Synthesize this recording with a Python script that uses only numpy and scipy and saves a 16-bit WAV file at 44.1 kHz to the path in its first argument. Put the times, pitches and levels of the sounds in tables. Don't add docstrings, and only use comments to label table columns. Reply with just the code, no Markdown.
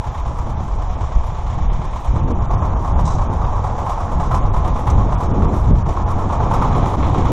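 import sys
import numpy as np
from scipy import signal
from scipy.fft import rfft, irfft, next_fast_len
from scipy.io import wavfile
from scipy.ndimage import uniform_filter1d

SR = 44100
rng = np.random.default_rng(int(sys.argv[2]) if len(sys.argv) > 2 else 0)


def to_wav(sig):
    pcm = np.clip(np.atleast_2d(sig), -1, 1) * 32767
    pcm = np.round(pcm).astype(np.int16)
    wavfile.write(sys.argv[1], SR, pcm.T)


def how_loud(loudness_db):
    steps = np.asarray(loudness_db, float) / 20
    return 10 ** steps


N = 322795

# pitch_hz, width_hz, level_db
BLOCK_MODES = [(657, 665, -6.5), (774.5, 39, 6), (793, 160, 3), (1045, 450, -7.5)]
# pitch_hz, width_hz, level_db
HEAD_MODES = [(800, 238, -8.5), (1042, 124, 2), (1138.5, 186, -1.5), (1350, 164, -8.5), (1496, 290, -19.5)]
# pitch_hz, density_db
PANEL_SPECTRUM = [(1200, -13.5), (1400, -8), (1600, -4), (2000, -3.5), (2350, -3.5), (2720, -9), (3100, -7),
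                  (3600, -7), (4000, -10.5), (4350, -18.5), (4800, -36.5)]
# pitch_hz, density_db
TICK_SPECTRUM = [(4300, -6.5), (4900, -6), (5450, -2), (5900, 0), (6400, -3.5), (7000, -1.5), (7600, -8.5),
                 (8500, -8.5), (10000, -12), (13000, -14), (14700, -22.5)]
# place_in_cycle (0-1), level_db
EXHAUST_BLOWS = [
    (0.041, 10.5),
    (0.272, 21.5),
    (0.512, -3),
    (.77, -20),
]
# pitch_hz, width_hz, level_db
PIPE_MODES = [(38, 21.7, 5.5), (76, 9.8, 8.5), (113.4, 7.7, -3), (154, 120, -19.5)]
# time_s, level_db
EXHAUST_LEVEL = [(0, -24), (2, -34), (3.5, -23), (5, -48), (7.32, -36)]


def engine():
    block_db, panel_db, tick_db = heard_db()
    steep = signal.butter(3, [420, 1480], "band", fs=SR, output="sos")

    chatter = clatter(2, 0.00074, 0.0044, 0.039, 0.063, 2.1, 900, hard_db=-27, snap=0)
    whirr = ring(signal.sosfilt(steep, chatter), BLOCK_MODES)
    knock = clatter(1, .005, .007, .05, .3, 1.6, 900, hard_db=-9, snap=8)
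    head = ring(signal.sosfilt(steep, knock), HEAD_MODES)
    block = evened(whirr + how_loud(-2.0) * head)

    rattle = clatter(2, .005, .008, .05, .4, 3.0, 2000, hard_db=-14, snap=3)
    ticks = clatter(3, .006, .008, .04, .35, 3.0, 3500, hard_db=-16, snap=1)
    exhaust = ring(strikes(*np.transpose(EXHAUST_BLOWS), spread_db=1.5, jitter_s=.0012), PIPE_MODES)
    exhaust = exhaust * how_loud(columns(EXHAUST_LEVEL)[0])

    sound = how_loud(block_db) * block
    sound = sound + how_loud(panel_db) * colour(rattle, PANEL_SPECTRUM)
    sound = sound + how_loud(tick_db - 0.04) * colour(ticks, TICK_SPECTRUM)
    return sound + exhaust


# place_in_cycle (0-1), knock_db, rattle_db, tick_db
FIRING_STROKES = [
    (-.09, 11.5, 3, 2),
    (.18, 7.5, 3, 6),
    (.44, -4, -9, -6),
]
# time_s, level_db, sharpness_db
HARD_KNOCKS = [(0.149, -29, 12), (2.625, -10.5, -21), (3.189, -6, -10), (3.866, -17.5, -5),
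               (4.201, -8.5, -1.5), (4.317, 0, -8), (4.541, -1.5, -7), (4.652, -10, 3), (4.875, -0.5, -0.5),
               (5.423, -5, -3.5), (5.97, -4.5, -8.5), (6.085, -7, -7.5), (6.306, -6.5, -5),
               (6.41, -27.5, -4), (6.505, -19, 2), (6.617, -2, -4), (6.718, -3.5, -5), (6.755, -18.5, 11),
               (6.826, -11, -3.5), (7.028, -1, 3), (7.145, -2.5, -5), (7.287, -20.5, -8)]
# level_db against the knock, share of sharpness
HARD_SHARES = [(3, 0.0), (-18, 1.0), (-32.5, 0.12)]


def clatter(layer, rise_s, quick_s, slow_s, slow_share, grain_db, grains_per_s, hard_db, snap):
    t = np.arange(SR // 4) / SR
    decay = np.exp(-t / quick_s) + slow_share * np.exp(-t / slow_s)
    flare = (1 - np.exp(-t / rise_s)) * decay

    firings = np.transpose(FIRING_STROKES)
    hits = strikes(firings[0], firings[layer], spread_db=3.5, jitter_s=.0015)
    level_db = heard_db()[layer - 1]
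    s, db, sharp_db = np.transpose(HARD_KNOCKS)
    part_db, share = HARD_SHARES[layer - 1]
    hard = ((s - .005) * SR).astype(int)
    hits[hard] += how_loud(db + part_db + share * sharp_db - level_db[hard] + hard_db)

    shape = 1 + signal.oaconvolve(hits, flare)[:N]
    struck = rng.random(N) < grains_per_s / SR
    grains = struck * rng.standard_normal(N) * how_loud(grain_db * rng.exponential(1, N).clip(0, 3))
    blow = snap * np.roll(hits, round(rise_s * SR))
    return shape * (rng.standard_normal(N) + 0.62 * evened(grains)) + blow


# time_s, speed_cycles_per_s
CRANK_SPEED = [(0, 9.487), (.7, 9.27), (1.4, 8.572), (2, 8.681), (3, 8.819), (4.2, 8.913), (5.4, 9.088),
               (6.2, 9.238), (7.32, 9.548)]
LUCK = rng.standard_normal((4, 70, 2))


def strikes(places, dbs, spread_db, jitter_s):
    s = np.arange(N) / SR
    turned = -1.45 + np.cumsum(columns(CRANK_SPEED)[0]) / SR
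    out = np.zeros(N)
    for place, db, luck in zip(places, dbs, LUCK):
        at = np.interp(np.arange(70) - 2 + place, turned, s, -1, 99) + jitter_s * luck[:, 0]
        inside = (at > 0) & (at < (N - 1) / SR)
        out[(at[inside] * SR).astype(int)] += how_loud(db + spread_db * luck[inside, 1])
    return out


# time_s, loudness_db, treble_brightness_db
APPROACH = [(0, -31.5, 0.5), (.35, -32, -2), (1.35, -31.5, 0), (2.05, -32.5, 0.5), (2.4, -28.5, -3),
            (2.75, -26, -3.5), (3.45, -25, -3.5), (4.15, -25.5, -3.5), (4.85, -26.5, -2.5), (5.55, -25, -3),
            (5.85, -30, -2), (6.25, -24.5, -3), (6.6, -21.5, -2), (7.32, -25.5, 0.5)]
# level_db at mean loudness, share of loudness, share of brightness
PART_LEVELS = [(-26.5, 0.89, 0.17), (-43.5, 0.68, 1.6), (-50, 0.53, 0.62)]


def heard_db():
    loud_db, bright_db = columns(APPROACH)
    mean_db = -27
    return [db + share * (loud_db - mean_db) + bright_share * bright_db for db, share, bright_share in PART_LEVELS]


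# start_s, level_db, t60_s
RAKE_SWISHES = [
    (3.053, -38, 0.49),
    (3.111, -50, 0.32),
    (4.2, -50, 0.81),
    (4.341, -44, 0.13),
    (4.9, -38.5, 0.081),
    (5.232, -42.5, 0.12),
]
# pitch_hz, density_db
HAY_SPECTRUM = [(1940, -25), (3300, -20), (3980, -8), (4450, -23), (4700, -16), (6130, -7.5), (7090, -12),
                (8420, -18.5), (10900, -39), (18500, -120)]


def rake():
    t = np.arange(N) / SR
    level = np.zeros(N)
    for s, db, t60 in RAKE_SWISHES:
        onset = ((t - s) / 0.0011).clip(0, 1)
        level += how_loud(db - 60 * (t - s).clip(0) / t60) * onset
    return level * how_loud(2.2 * flutter(60)) * colour(rng.standard_normal(N), HAY_SPECTRUM)


# pitch_hz, density_db
RUMBLE_SPECTRUM = [(8, 11), (20, -0.5), (40, 10), (65, 0.5), (90, -21), (130, -52)]
# pitch_hz, density_db
BUFFET_SPECTRUM = [(40, -43), (62, 0), (85, 1.5), (120, -3.5), (180, -11.5), (240, -23), (320, -52)]
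# pitch_hz, density_db
ROAR_SPECTRUM = [(130, -9), (185, 1), (230, 0.5), (330, -2.5), (480, -7), (620, -11), (900, -28)]


def wind():
    spectra = (RUMBLE_SPECTRUM, BUFFET_SPECTRUM, ROAR_SPECTRUM)
    gusts = zip(gust_db(), spectra, (.5, .8, 1.1), (.06, .04, .03))
    lumps = flutter(13.0)
    air = np.zeros(N)
    for db, spectrum, lump_db, span_s in gusts:
        eddies = steadied(colour(rng.standard_normal(N), spectrum), span_s)
        air += how_loud(db + lump_db * lumps) * eddies
    return air + .3 * (air ** 2 - uniform_filter1d(air ** 2, 4000))


# time_s, level_db, reach_db (how far the eddies climb in pitch)
BREEZE = [(0, -13.5, -7.5), (.2, -23, 0), (.55, -23.5, 5.5), (.95, -20.5, -4), (1.35, -25, 1),
          (1.65, -18.5, -0.5), (2.05, -26.5, 2.5), (2.14, -16, 4.5), (2.45, -19.5, 4), (3.2, -15.5, 1),
          (3.95, -23, 3), (4.4, -17, 4.5), (4.85, -17.5, 3.5), (5.25, -17, 4), (5.9, -18.5, 5),
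          (6.4, -17, 7), (6.7, -15, 7), (7.25, -16.5, 10)]
# time_s, level_db, length_s, reach_db
SINGLE_GUSTS = [(0.031, -21, 0.023, 13), (0.07, -0.5, 0.016, 1.5), (0.12, -10, 0.053, 10.5),
                (1.03, 8, .02, 1), (1.175, 5.5, 0.028, -3), (1.77, 5.5, 0.015, -11), (2.09, 6, 0.036, -10),
                (2.305, 1.5, 0.11, 4), (2.764, 2, .03, -0.5), (2.844, -4.5, 0.044, 2),
                (2.963, 3.5, 0.041, -1.5), (4.153, 8, 0.017, -7), (4.228, 7.5, 0.0067, -1.5),
                (4.43, 2.5, 0.12, -3), (4.98, 7, 0.054, 1), (5.413, 3, 0.11, 5.5), (5.724, 9, 0.077, -1.5),
                (6.637, -0.5, 0.062, 2.5), (7.32, 2.5, 0.053, 4)]
# level_db over the breeze, share of reach
EDDY_LEVELS = [(0, -0.41), (-5, 0.44), (-18, 1.09)]


def gust_db():
    t = np.arange(N) / SR
    level_db, reach_db = columns(BREEZE)
    for s, db, length, reach in SINGLE_GUSTS:
        bump = np.exp(-((t - s) / length) ** 2)
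        level_db, reach_db = level_db + db * bump, reach_db + reach * bump
    return [level_db + db + share * reach_db + 2.5 * flutter(9.1) for db, share in EDDY_LEVELS]


def steadied(x, span_s):
    return evened(x / (uniform_filter1d(x ** 2, int(span_s * SR)) + 0.055) ** 0.33)


def evened(x):
    return x / np.sqrt(np.mean(x ** 2) + 1e-20)


def columns(rows):
    s, *values = np.transpose(rows)
    return [np.interp(np.arange(N) / SR, s, v) for v in values]


def across(points, size):
    hz, value = np.transpose(points)
    return np.interp(np.log(np.fft.rfftfreq(size, 1 / SR) + 1), np.log(hz + 1), value)


def colour(x, points):
    closed = [(points[0][0] * .8, -90)] + list(points) + [(points[-1][0] * 1.2, -90)]
    size = next_fast_len(N)
    return evened(irfft(rfft(x, size) * how_loud(across(closed, size)), size)[:N])


def ring(x, modes):
    out = np.zeros(N)
    for k, (hz, width, db) in enumerate(modes):
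        pole = np.exp((2j * np.pi * hz - np.pi * width) / SR)
        out += (-1) ** k * how_loud(db) * signal.lfilter([1 - abs(pole)], [1, -pole], x).real
    return evened(out)


def flutter(hz):
    return evened(signal.lfilter(*signal.butter(2, hz, fs=SR), rng.standard_normal(N)))


# pitch_hz, share
PORT_LEAN = [(100, 0.094), (250, 0.2), (530, 0.6), (900, 1.35), (1600, 1.7), (4600, 2.0), (9000, 1.5)]


def scene():
    mid = engine() + wind() + rake()
    size = next_fast_len(N)
    lean = irfft(rfft(mid, size) * across(PORT_LEAN, size), size)[:N]
    side = lean * np.tanh(-0.87 * np.log(10) / 40)
    return np.array([mid + side, mid - side])


# pitch_hz, level_db, share of the limit's unrest
TREBLE_LIMIT = [(2000, -39, 0.18), (3000, -26, 0.44), (4080, -29.5, 1), (6200, -28.5, 1), (6400, -33, 0.98),
                (8330, -17, 0.69), (8700, -16.5, 0.76), (11200, -15.5, 0.95), (15000, -17, 0.99)]
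# centre_s, length_s, limit_shift_db
THIN_SPELLS = [(0.037, .06, -2), (.37, .05, -10), (.56, .05, 10), (.965, .03, 18), (1.62, .12, 6),
               (2.033, .05, -8), (2.2, .04, 16), (2.856, .07, -5), (2.96, .05, 15), (3.275, .05, 13),
               (3.45, .03, 13), (3.542, .024, 10), (4.41, .05, 19), (4.505, .05, 19), (4.57, .04, -12),
               (4.715, .05, 13), (4.776, .06, -11), (4.905, .04, -18), (5.168, .04, 22.5), (5.218, .04, -9),
               (5.31, .07, 9), (5.48, .05, 17), (5.619, .16, -10), (5.725, .024, 12), (5.782, .04, -8),
               (5.84, .07, 16), (6.05, .024, 13), (6.11, .04, -11), (6.39, .05, 17), (6.767, .04, -14)]
# pitch_hz, odds_sigma
SIDE_SURVIVAL = [(150, -1.5), (450, 1.0), (1000, 3), (2200, 0.5), (3600, .2), (4500, -.6), (6000, 0.3),
                 (8000, -1.3)]


def thin_treble(x):
    window = np.sin(np.pi / 2 * np.sin(np.pi * (np.arange(2048) + .5) / 2048) ** 2)
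    lead = 2048 - 559
    hz, t, z = signal.stft(np.pad(x, ((0, 0), (lead, 0))), SR, window, 2048, 1024, boundary=None)
    t, power = t - lead / SR, abs(z.mean(0)) ** 2

    limit_hz, *values = np.transpose(TREBLE_LIMIT)
    keep_db, share = (np.interp(hz, limit_hz, v)[:, None] for v in values)
    loud_db = 10 * np.log10(power.sum(0) + 1e-9)
    restless_db = 3.4 * rng.standard_normal(len(t)) + 0.59 * (loud_db + 22.5)
    per_band_db = 5.7 * np.repeat(rng.standard_normal((len(t), 43)).T, 24, 0)[:len(hz)]
    short_db = sum(db * (abs(t - s) < length / 2) for s, length, db in THIN_SPELLS)

    mid_db, low_db = (10 * np.log10(power[(hz > lo) & (hz < hi)].sum(0) + 1e-9)
                      for lo, hi in ((600, 4000), (10, 300)))
    flare_db, blown_db = (v - uniform_filter1d(v, size=15) for v in (mid_db, low_db))
    short_db = short_db - 1.3 * flare_db + .4 * blown_db

    stutter_from_s, stutter_to_s, stutter_db = 2.237, 2.8, 12.5
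    turn = np.round((t - stutter_from_s) * SR / 1024) % 3 != 0
    short_db = short_db + stutter_db * (turn & (t > stutter_from_s - .01) & (t < stutter_to_s))

    rich_db = -0.1 * flare_db - 0.5
    limit_db = keep_db - 62.5 + share * (restless_db + per_band_db + short_db)
    limit_db = limit_db - rich_db * (hz[:, None] > 7400)
    line_db = 10 * np.log10(uniform_filter1d(power, size=2, axis=0) + 1e-20)
    mid = z.mean(0) * ((line_db > limit_db) | (hz[:, None] < 2400))

    whim = rng.standard_normal((len(t), 65))
    whim = evened(uniform_filter1d(whim, size=2, axis=0) + 0.7 * whim[:, :1])
    odds = across(SIDE_SURVIVAL, size=2048)[:, None] > np.repeat(whim.T, 16, 0)[:len(hz)]
    side = (z[0] - z[1]) / 2 * odds * (mid != 0)
    both = np.array([mid + side, mid - side])
    return signal.istft(both, SR, window, 2048, 1024, boundary=False)[1][:, lead:lead + N]


def low_pass(x):
    return signal.sosfilt(signal.butter(12, 14780, fs=SR, output="sos"), x)


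def record(dry):
    t = np.arange(N) / SR
    dropout_s, rise_s = 6.9585, 0.028
    fade = np.where(t < dropout_s, 1, ((t - dropout_s) / rise_s).clip(.22, 1))
    held = .95 * np.tanh(dry * fade / .9)
    mix = thin_treble(held)
    return low_pass(mix)


dry = scene()
out = record(dry)
to_wav(out)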